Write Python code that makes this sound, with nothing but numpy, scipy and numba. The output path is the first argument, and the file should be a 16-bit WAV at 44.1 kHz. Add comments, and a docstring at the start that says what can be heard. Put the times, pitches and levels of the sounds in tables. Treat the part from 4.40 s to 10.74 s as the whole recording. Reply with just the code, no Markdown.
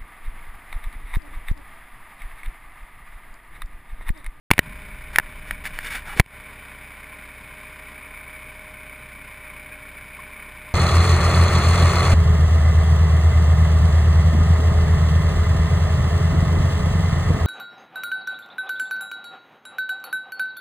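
"""Skid steer idling

A diesel idles, heard from the open cab on a small body-worn camera. Its firings throb, the pump whines,
the valves clatter and loose parts buzz and rattle. At first fingers hold, knock and rub the camera;
the hard knocks overload it, so it briefly turns itself down. Its coarse 12 kHz converter adds a thin fizz."""
import sys
import numpy as np
from scipy import signal
from scipy.fft import rfft, irfft, next_fast_len
from scipy.io import wavfile
from scipy.ndimage import uniform_filter1d
from numba import njit

SR = 44100
rng = np.random.default_rng(int(sys.argv[2]) if len(sys.argv) > 2 else 0)


def log_audio(samples):
    """Write samples as a 16-bit WAV file to the path given in sys.argv[1]."""
    # one column per channel
    frames = np.atleast_2d(samples).T
    # limit to full scale, then quantise
    limited = np.clip(frames, -1, 1)
    pcm = np.round(limited * 32767).astype(np.int16)
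    wavfile.write(sys.argv[1], SR, pcm)


N = 279594
TIME = np.arange(N) / SR


def gain(db):
    """Turn decibels into a number to multiply by."""
    return 10 ** (np.asarray(db) / 20)


def normalise(x):
    """Scale a signal to an average (rms) size of one."""
    return x / np.sqrt(np.mean(x ** 2))


def wander(rate_hz):
    """A smooth random wobble, about one in size."""
    hold = max(int(SR / rate_hz), 2)
    steps = rng.standard_normal(2048)[(np.arange(N) // hold) % 2048]
    return normalise(uniform_filter1d(uniform_filter1d(steps, hold), hold))


def colour(x, curve, peaks=()):
    """Make some pitches stronger than others, as a solid body does; the result has size one."""
    size = next_fast_len(N)
    hz = np.arange(size // 2 + 1) * SR / size + 1
    curve = np.asarray(curve)
    db = np.interp(np.log(hz), np.log(curve[:, 0]), curve[:, 1])
    for centre, width, peak_db in peaks:
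        db = db + peak_db / (1 + (2 * (hz - centre) / width) ** 2)
    return normalise(irfft(rfft(x, size) * gain(db), size)[:N])


def grains(per_second, spread_db):
    """Tiny impacts of uneven size at random moments."""
    hits = rng.random(N) < per_second / SR
    return normalise(hits * rng.standard_normal(N) * gain(spread_db * rng.standard_normal(N)))


def pulse(firings, decay, lead=.12):
    """Jump up just before each firing, then fade; decay and lead are shares of the gap between firings."""
    return normalise(np.exp(-((firings + lead) % 1) / decay))


def ramp(start_s, length_s):
    """A straight rise from zero to one."""
    return np.clip((TIME - start_s) / length_s, 0, 1)


def gesture(start_s, length_s, attack_s=0.009, release_s=0.015):
    """The strength of a hand movement: it builds up, holds, then dies away."""
    age = np.maximum(TIME - start_s, 0)
    return (1 - np.exp(-age / attack_s)) * np.exp(-np.maximum(age - length_s, 0) / release_s)


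# the steady notes of engine and pump: (multiple of the firing rate, level [dB])
ENGINE_NOTES = [(1, -47), (2, -49.5), (3.25, -63.5), (4, -65), (4.75, -65.5), (6.5, -63.5), (8, -78),
                (9, -62), (13, -65), (18, -64.5)]

def throb_and_whine(firings, load, whine_multiple=19.5):
    """Engine and pump hum in step with the turning shaft; the whine grows as the pump works harder."""
    whine_db = -58 + 2.5 * load + 1.6 * wander(9)
    out = gain(whine_db) * np.sin(2 * np.pi * whine_multiple * firings)
    for multiple, db in ENGINE_NOTES:
        # the whole-number multiples line up into one pressure dip at each firing
        out -= gain(db + 0.3 * wander(4.6)) * np.cos(2 * np.pi * multiple * firings)
    return np.sqrt(2) * out


# the boom of exhaust and cab: (pitch [Hz], relative level [dB])
BOOM_COLOUR = [(15, 9.5), (35, 9.5), (70, 0.5), (110, 4.5), (160, 0), (240, -2), (330, -7.5), (500, -6.5),
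               (700, -11.5), (1000, -24)]

def exhaust(firings, level_db=-49):
    """Each firing sends out a puff of gas that booms in the cab."""
    puffs = rng.standard_normal(N) * (1 + 0.24 * pulse(firings, decay=0.78))
    return gain(level_db) * colour(puffs, BOOM_COLOUR)


# the sound of the engine block and its covers: (pitch [Hz], relative level [dB])
BLOCK_COLOUR = [(400, -31), (750, -12), (920, -11), (1050, -5.5), (1300, -9.5), (1480, -4), (1950, -1),
                (2450, -5.5), (2750, -11.5), (3250, -18), (3750, -16.5), (4450, -26), (5050, -21.5),
                (6000, -30.5)]
# ringing panels: (pitch [Hz], width [Hz], boost [dB])
PANEL_RINGS = [(1030, 79, 5), (1171, 19, 6), (1229, 19, 7.5), (2100, 23, 6.5), (3016, 120, 7.5)]

def valve_clatter(firings, level_db=-44.5, ticks_per_cycle=64, ring_s=0.0025):
    """Valves and injectors tick in a repeating pattern, looser parts buzz at random, and panels ring."""
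    pattern = (np.arange(ticks_per_cycle) + rng.random(ticks_per_cycle)) / ticks_per_cycle
    signs = rng.choice([-1, 1], ticks_per_cycle)
    cycles = np.arange(int(firings[-1] / 4) + 1)  # four firings make one engine cycle
    when = 4 * (cycles[:, None] + pattern).ravel()
    sizes = np.resize(signs, len(when)) * gain(2 * rng.standard_normal(len(when)))
    at = np.searchsorted(firings, when)
    ticks = np.zeros(N)
    np.add.at(ticks, at[at < N], sizes[at < N])
    # each tick spreads through the steel as a short burst
    t = TIME[:SR // 20]
    burst = rng.standard_normal(len(t)) * np.exp(-t / ring_s)
    ticks = normalise(signal.fftconvolve(ticks, burst)[:N])
    shaking = (ticks + rng.standard_normal(N)) * (1 + .5 * pulse(firings, decay=.35))
    ringing = colour(shaking, BLOCK_COLOUR, PANEL_RINGS)
    return ringing * gain(level_db + 0.27 * wander(6) + .5 * wander(60))


# the buzz of a loose steel cover: (pitch [Hz], relative level [dB])
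COVER_COLOUR = [(1500, -34), (1950, -18), (2130, -7), (2255, 4), (2350, -2.5), (2490, -2.5), (2620, -20.5),
                (3000, -54)]

def loose_cover(firings, load, level_db=-46):
    """Each firing shakes a loose cover; its buzz wavers, and grows as the pump works harder."""
    taps = grains(per_second=6000, spread_db=1.5) * (1 + 0.13 * pulse(firings, decay=0.99))
    return colour(taps, COVER_COLOUR) * gain(level_db + 2.5 * load + 0.45 * wander(9))


# the rumble of a hand on the camera: (pitch [Hz], relative level [dB])
HAND_COLOUR = [(8, -17), (20, 8), (35, -2), (60, -9), (95, -20.5), (200, -23.5), (400, -47), (900, -75)]
# moments when the hand grips harder: (time [s], length [s], level [dB])
HAND_SQUEEZES = [(0.207, .08, -31), (0.475, 0.031, -38), (1.087, 0.024, -32)]
# a palm dragging over the microphone: (pitch [Hz], relative level [dB])
PALM_COLOUR = [(40, -2), (180, -5), (400, -9), (900, -23)]

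def hand_grip(let_go_s=1.81, hold_db=-34, drag_s=0.056, drag_db=-33):
    """The holding hand rumbles, more when it squeezes, and drags over the microphone as it leaves."""
    pressure = 0
    for start_s, length_s, db in [(0, let_go_s, hold_db), *HAND_SQUEEZES]:
        pressure += gain(db) * gesture(start_s, length_s, attack_s=0.014, release_s=0.039)
    rumble = pressure * colour(rng.standard_normal(N), HAND_COLOUR)
    drag = gain(drag_db) * gesture(let_go_s - drag_s, drag_s)
    return rumble + drag * colour(rng.standard_normal(N), PALM_COLOUR)


# knocks on the camera:
# (time [s], ring level [dB], pitch [Hz], air note against the ring [dB], thump level [dB], thump length [s])
FINGER_KNOCKS = [(.1054, -8.5, 1520, -24, -17, 0.0032), (.1124, 22, 2224, -2.5, 10.5, 0.0033),
                 (.1351, -5.5, 2320, -6, -15, 0.0084), (0.18, -5.5, 2160, -6, -15, 0.0023),
                 (.191, 18, 1895, -16, 4, 0.0026), (0.7594, -1.5, 1990, -29, -26, 0.0022),
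                 (0.7849, 18.5, 1777, -9, -10.5, 0.0023), (0.7981, -4.5, 1680, -8, -21, 0.0051),
                 (1.1094, -8.5, 1870, -30, -33, 0.0048), (1.2542, -16, 2040, -16, -53, .002),
                 (1.3886, -11, 1830, -16, -52, 0.0024), (1.7975, 21, 2110, -13.5, 20, 0.0063),
                 (1.8005, 22, 2210, -5, 13.5, 0.0017), (1.8115, -6, 1920, -2, -29, .006),
                 (1.8613, -21.5, 2300, -5, -28, .006)]
# the notes of the plastic case: (multiple of the knock's pitch, relative level [dB])
CASE_NOTES = [(.86, -11.5), (0.999, 1.5), (1.17, -6), (1.52, -11), (2.052, -19.5)]

def finger_knocks(air_hz=1020, ring_s=0.0086, crack_db=-13, crack_s=0.0015, contact_s=0.00027):
    """A knock cracks, rings the plastic case and the air inside, and thumps the microphone."""
    out = np.zeros(N)
    t = TIME[:SR // 10]
    onset = 1 - np.exp(-t / contact_s)
    fade = np.exp(-np.log(1000) * t / ring_s)  # 60 dB quieter after ring_s
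    for time_s, db, hz, air_db, thump_db, thump_s in FINGER_KNOCKS:
        case = sum(gain(note_db) * np.sin(2 * np.pi * hz * ratio * t) for ratio, note_db in CASE_NOTES)
        air = gain(air_db) * np.sin(2 * np.pi * air_hz * t)
        ring = (case + air) * fade
        crack = gain(crack_db) * rng.standard_normal(len(t)) * np.exp(-t / crack_s)
        thump = np.sin(np.pi * np.minimum(t / thump_s, 1)) ** 2
        start = int(time_s * SR)
        out[start:start + len(t)] += gain(db) * onset * (ring + crack) + gain(thump_db) * thump
    return out


# fingers sliding on the case: (time [s], length [s], level [dB], share of dull scrape [0-1])
FINGER_RUBS = [(0.111, 0.0089, -26, .2), (0.727, 0.043, -37.5, 0.16), (1.06, 0.063, -44, 0.05),
               (1.237, 0.029, -28.5, 0.07), (1.328, 0.088, -42, 0), (1.427, 0.055, -33, 0),
               (1.5, 0.073, -30, 0.02), (1.652, 0.083, -36, 0.5), (1.765, 0.027, -30.5, .25)]
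# the bright rub of a fingertip: (pitch [Hz], relative level [dB])
FINGERTIP_COLOUR = [(120, -44), (200, -4), (562, -7), (746, -9), (885, -4), (1330, 3), (1490, 10.5),
                    (2280, 8), (2630, 0.5), (2950, -1), (3350, -9.5), (3650, -13.5), (5900, -2),
                    (7670, -55), (13000, -120)]
# where the rubbed case rings: (pitch [Hz], width [Hz], boost [dB])
CASE_RINGS = [(1530, 120, 0), (2280, 140, 8.5), (2930, 140, 7.5), (3606, 420, 17.5), (4400, 240, 4)]
# the dull scrape of a flat finger: (pitch [Hz], relative level [dB])
FLAT_FINGER_COLOUR = [(100, -16), (300, -17), (520, -23), (780, 3.5), (1050, -2), (1450, 4), (2000, -3),
                      (4000, -37)]

def finger_rubs(judder_db=1.5):
    """Skin catches and slips on the case: bright under a fingertip, duller under a flat finger."""
    slips = colour(grains(per_second=13000, spread_db=0.5), FINGERTIP_COLOUR, CASE_RINGS)
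    scrape = colour(grains(per_second=2700, spread_db=2), FLAT_FINGER_COLOUR)
    out = np.zeros(N)
    for start_s, length_s, db, dull in FINGER_RUBS:
        blend = np.sqrt(1 - dull) * slips + np.sqrt(dull) * scrape
        out += gain(db) * gesture(start_s, length_s) * blend
    return out * gain(judder_db * wander(150))


# loose fittings in the cab: (time [s], pitch [Hz], level [dB], fade time [s])
FITTING_RATTLES = [(5.315, 1600, -39, 0.015), (5.32, 2430, -36, 0.023), (5.788, 1090, -29.5, 0.0069),
                   (5.932, 2320, -27.5, 0.0046)]

def cab_rattles(wobble_hz=55, rise_s=0.0022):
    """Now and then a loose fitting is shaken and rings for a moment."""
    out = np.zeros(N)
    for time_s, hz, db, fade_s in FITTING_RATTLES:
        age = np.maximum(TIME - time_s, 0)
        loudness = gain(db) * (1 - np.exp(-age / rise_s)) * np.exp(-age / fade_s)
        pitch_hz = hz + wobble_hz * wander(250)
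        out += loudness * np.sin(2 * np.pi * np.cumsum(pitch_hz) / SR)
    return np.sqrt(2) * out


def scene(idle_hz=31.65, sag_hz=.26, unsteadiness=0.001011, first_firing_s=.012):
    """The engine slows a little once the pump is working; one microphone feeds both channels."""
    load = ramp(start_s=2.27, length_s=1.6)  # how hard the pump works
    firing_hz = idle_hz - sag_hz * ramp(start_s=4.2, length_s=.5)
    firing_hz *= 1 + unsteadiness * wander(10)
    firings = np.cumsum(firing_hz) / SR - idle_hz * first_firing_s  # a running count of firings
    machine = throb_and_whine(firings, load) + exhaust(firings) + valve_clatter(firings)
    machine += loose_cover(firings, load) + cab_rattles()
    mono = machine + finger_knocks() + finger_rubs() + hand_grip()
    return np.array([mono, mono])


@njit
def follow_level(x, attack_s, release_s):
    """Track how loud a signal is, rising over attack_s and falling over release_s."""
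    out, level = np.empty(len(x)), 0.
    for i in range(len(x)):
        lag_s = attack_s if abs(x[i]) > level else release_s
        level += (abs(x[i]) - level) / (lag_s * SR)
        out[i] = level
    return out


def record(dry, limit_db=-6, clip_db=1.0, bass_hz=45, treble_hz=5500, converter_hz=12000, top_hz=15300):
    """The camera switches on, turns down after overloads, clips peaks and holds each sample as a step."""
    x = dry[0] * ramp(start_s=.104, length_s=.001)
    level = follow_level(x, attack_s=0.0045, release_s=0.057)
    x = x / np.maximum(1, level / gain(limit_db))
    x = np.clip(x, -gain(clip_db), gain(clip_db))
    # a capacitor blocks the deepest bass, so a clipped thump sags and swings back
    x = signal.sosfilt(signal.butter(1, bass_hz, "high", fs=SR, output="sos"), x)
    x = signal.sosfilt(signal.butter(10, treble_hz, fs=SR, output="sos"), x)
    coarse = np.clip(signal.resample_poly(x, converter_hz, SR), -.95, .95)
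    # the steps mirror the sound around the converter's rate: this is the fizz
    steps = signal.resample_poly(np.repeat(coarse, 8), SR, 8 * converter_hz)[:N]
    out = signal.sosfilt(signal.ellip(10, .2, 70, top_hz, fs=SR, output="sos"), steps)
    return np.array([out, out])


dry = scene()
out = record(dry)
log_audio(out)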